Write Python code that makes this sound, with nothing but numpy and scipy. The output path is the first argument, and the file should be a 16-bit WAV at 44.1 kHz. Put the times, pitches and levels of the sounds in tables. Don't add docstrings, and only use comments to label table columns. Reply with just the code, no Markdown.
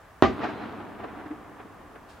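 import sys
import numpy as np
from scipy import signal
from scipy.fft import rfft, irfft, next_fast_len
from scipy.io import wavfile

SR = 44100
rng = np.random.default_rng(int(sys.argv[2]) if len(sys.argv) > 2 else 0)


def inscribe(sig):
    pcm = np.round(np.clip(np.atleast_2d(sig).T, -1, 1) * 32767)
    wavfile.write(sys.argv[1], SR, pcm.astype(np.int16))


N = 97020
BURST_S = .22378
HOLLOW_HZ, HOLLOW_WIDTH_HZ = 296.5, 29


def amp(db):
    return 10 ** (np.asarray(db) / 20)


def unit(x):
    return x / np.sqrt(np.mean(x ** 2) + 1e-20)


def along(points, hz):
    f, v = np.transpose(points)
    return np.interp(np.log(hz + 1), np.log(f + 1), v)


def since(start_s):
    return np.arange(N) / SR - start_s


def filtered(x, response):
    size = next_fast_len(N + SR // 2)
    return irfft(rfft(x, size) * response(np.fft.rfftfreq(size, 1 / SR)), size)[..., :N]


def swell(peak_s, rise_s, fall_s):
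    t = since(peak_s)
    return np.exp(np.minimum(t / rise_s, -t / fall_s))


def ring(centre_hz, width_hz):
    noise = rng.standard_normal(N)
    return unit(filtered(noise, lambda hz: 1 / (1 + (2 * (hz - centre_hz) / width_hz) ** 2)))


def wash(spectrum, correlation, tilt_db=0, uneven=0, travel_s=0):
    def mid_side_gain(hz):
        air_db = -5.5 * travel_s * (hz / 3000) ** 2
        colour = amp(along(spectrum, hz) + tilt_db * np.log2(1 + hz / 600) + air_db)
        angle = np.arccos(np.clip(along(correlation, hz), -1, 1)) / 2
        return colour * [np.cos(angle), np.sin(angle)]

    arrivals = rng.standard_normal((2, N)) * np.exp(uneven * rng.standard_normal(N))
    mid, side = filtered(arrivals, mid_side_gain)
    return unit(np.array([mid + side, mid - side]))


def reverberant(x, t60, build_s):
    hz, t, bins = signal.stft(x, SR, nperseg=256)
    decay = amp(-60 * np.maximum(t - BURST_S, 0) / along(t60, hz)[:, None])
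    decayed = signal.istft(bins * decay, SR, nperseg=256)[1][:, :N]
    build = 1 - np.exp(-(np.maximum(since(BURST_S), 0) / build_s) ** 2)
    return decayed * build


# f/Hz, relative level/dB
STREET_SPECTRUM = [(15, -66), (25, -2.5), (75, -1.5), (152, -8.5), (433, -11.5), (598, -6), (826, -9),
                   (1170, -5), (1270, -11.5), (1620, -10.5), (1800, -11.5), (2060, -18), (3440, -25.5),
                   (4040, -29.5), (15500, -36)]
# f/Hz, L-R correlation
STREET_CORRELATION = [(60, 0.98), (200, .7), (1200, 0.82), (3000, 0.6), (8000, 0.29), (15000, 0.16)]


def streets():
    return amp(-51.5) * wash(STREET_SPECTRUM, STREET_CORRELATION)


# f/Hz, relative level/dB
HISS_SPECTRUM = [(1000, -18), (2600, -5.5), (4700, -7), (6300, -15), (9000, -16), (12000, -29),
                 (16000, -26)]


def hiss():
    envelope = swell(peak_s=2.1, rise_s=.012, fall_s=0.057)
    return amp(-56.5) * envelope * wash(HISS_SPECTRUM, correlation=[(4000, 0.6)])


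def thin_ring():
    envelope = swell(peak_s=0.61, rise_s=0.045, fall_s=0.036)
    return amp(-62) * envelope * ring(centre_hz=4090, width_hz=47)


# f/Hz, relative level/dB
RUMBLE_SPECTRUM = [(25, -54), (60, -10.5), (110, -4), (160, -6.5), (215, 1), (295, -1), (350, -4.5),
                   (430, -2.5), (540, -10.5), (740, -6.5), (900, -9), (1200, -10), (1700, -17.5),
                   (2300, -20.5), (4000, -28.5), (6000, -45), (12000, -51)]
# f/Hz, T60/s
RUMBLE_T60 = [(60, 5), (300, 5.7), (1200, 7.9), (3000, 4.43), (7000, 1.8)]
# f/Hz, L-R correlation
SCATTER_CORRELATION = [(55, 0.84), (130, 0.71), (290, 0.62), (700, 0.79), (1400, 0.83), (3100, 0.65),
                       (8000, 0.74)]


def rumble():
    scatter = wash(RUMBLE_SPECTRUM, SCATTER_CORRELATION, uneven=0.62)
    hollow = amp(-9.5) * ring(HOLLOW_HZ, HOLLOW_WIDTH_HZ)
    return amp(-35.5) * reverberant(scatter + hollow, RUMBLE_T60, build_s=0.072)


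# t/s, level/dB, rise/s, fall/s, treble tilt/(dB/oct), relative ring level/dB
BLOCK_ECHOES = [(.410, -32.5, 0.0097, 0.013, -6, -1), (0.442, -25.5, 0.021, 0.034, 0, -19),
                (0.492, -34.5, 0.014, 0.049, 0.5, -4), (0.621, -37.5, 0.03, 0.09, 0.5, -23),
                (0.726, -44, 0.0049, 0.0054, 4, 8.5), (0.809, -40.5, .02, 0.026, -1, -23),
                (1.002, -39, 0.0068, 0.02, 0, -17), (1.044, -32.5, 0.013, 0.016, -1, -14),
                (1.086, -43.5, 0.019, 0.044, 1.5, -10.5), (1.199, -42, 0.058, 0.055, 1.5, -4),
                (1.263, -43.5, 0.0074, 0.015, 4, 4), (1.314, -40, 0.011, 0.018, -1, 6.5),
                (1.605, -41.5, 0.017, 0.016, 3, -22), (1.657, -47, 0.0031, 0.016, -20, 0),
                (1.959, -40, 0.0047, 0.0078, 5, -33)]
# f/Hz, relative level/dB
ECHO_SPECTRUM = [(25, -35), (60, -22), (110, -16.5), (160, -15), (225, -1.5), (300, -5), (450, -0.5),
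                 (540, -14), (720, 1.5), (900, -7), (1150, -6), (1500, -7.5), (1850, -11.5), (2100, -14.5),
                 (3400, -22.5), (5000, -29.5), (8000, -44), (15000, -63)]


def block_echoes():
    echoes = np.zeros((2, N))
    for peak_s, level_db, rise_s, fall_s, tilt_db, ring_db in BLOCK_ECHOES:
        cluster = wash(ECHO_SPECTRUM, SCATTER_CORRELATION, tilt_db, uneven=0.41,
                       travel_s=peak_s - BURST_S)
        hollow = amp(ring_db) * ring(HOLLOW_HZ, HOLLOW_WIDTH_HZ)
        echoes += amp(level_db) * swell(peak_s, rise_s, fall_s) * (cluster + hollow)
    return echoes


# f/Hz, relative level/dB
HOUSE_SPECTRUM = [(25, -34), (50, -14), (85, -5.5), (104, -19), (130, -13.5), (165, -10.5), (270, -1),
                  (320, -10), (390, 1.5), (525, -17), (620, -7.5), (790, -2.5), (890, -20), (1010, -14.5),
                  (1180, -2), (1350, -22), (1550, -12), (1700, -23), (1900, -8), (2100, -18.5),
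                  (3500, -27.5), (4400, -32), (6500, -43.5), (9000, -61.5), (15000, -76)]
# f/Hz, T60/s
HOUSE_T60 = [(80, 0.39), (300, 0.31), (1000, 0.19), (3000, 0.22), (9000, 0.26)]


def house_scatter():
    scatter = wash(HOUSE_SPECTRUM, SCATTER_CORRELATION, uneven=0.2)
    return amp(-11.5) * reverberant(scatter, HOUSE_T60, build_s=0.0083)


def two_pole(ratio, q):
    return 1 / (1 - ratio ** 2 + 1j * ratio / q)


def blast_wave(arrival_s, front_hz, push_s=0.0018, air_hz=4540, mic_low_hz=264):
    def response(hz):
        bass_cut = -(hz / mic_low_hz) ** 2 * two_pole(hz / mic_low_hz, q=0.42)
        air_loss = two_pole(hz / air_hz, q=0.78) ** 2
        rounded_front = 1 / (1 + 1j * hz / front_hz) ** 2
        return bass_cut * air_loss * rounded_front

    t = since(arrival_s)
    age = np.maximum(t / push_s, 0)
    onset = np.clip(t * SR, 0, 1)
    pressure = filtered(onset * (1 - age) * np.exp(-age), response)
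    return pressure / pressure.max()


# delay/s, left level/dB, right level/dB (re direct pulse)
WALL_REFLECTIONS = [(.0029, -18, -3.5), (.0063, -27, -26), (0.0112, -21, -21), (0.0187, -12.5, -20),
                    (0.0238, -13, -17.5)]


def shell_burst(right_lag_s=.00003):
    direct = np.array([blast_wave(BURST_S + lag_s, front_hz=1320) for lag_s in (0, right_lag_s)])
    walls = sum(amp([[left_db], [right_db]]) * blast_wave(BURST_S + delay_s, front_hz=990)
                for delay_s, left_db, right_db in WALL_REFLECTIONS)
    return amp(4.5) * (direct + walls)


def scene():
    return shell_burst() + house_scatter() + block_echoes() + rumble() + thin_ring() + hiss() + streets()


def record(dry, low_hz=36.6, top_hz=15900):
    thin = signal.sosfilt(signal.butter(2, low_hz, "highpass", fs=SR, output="sos"), dry)
    limit = np.where(thin > 0, 1, 0.93)
    hardness = np.where(thin > 0, 12, 2)
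    clipped = thin / (1 + np.abs(thin / limit) ** hardness) ** (1 / hardness)
    return filtered(clipped, lambda hz: hz < top_hz)


dry = scene()
out = record(dry)
inscribe(out)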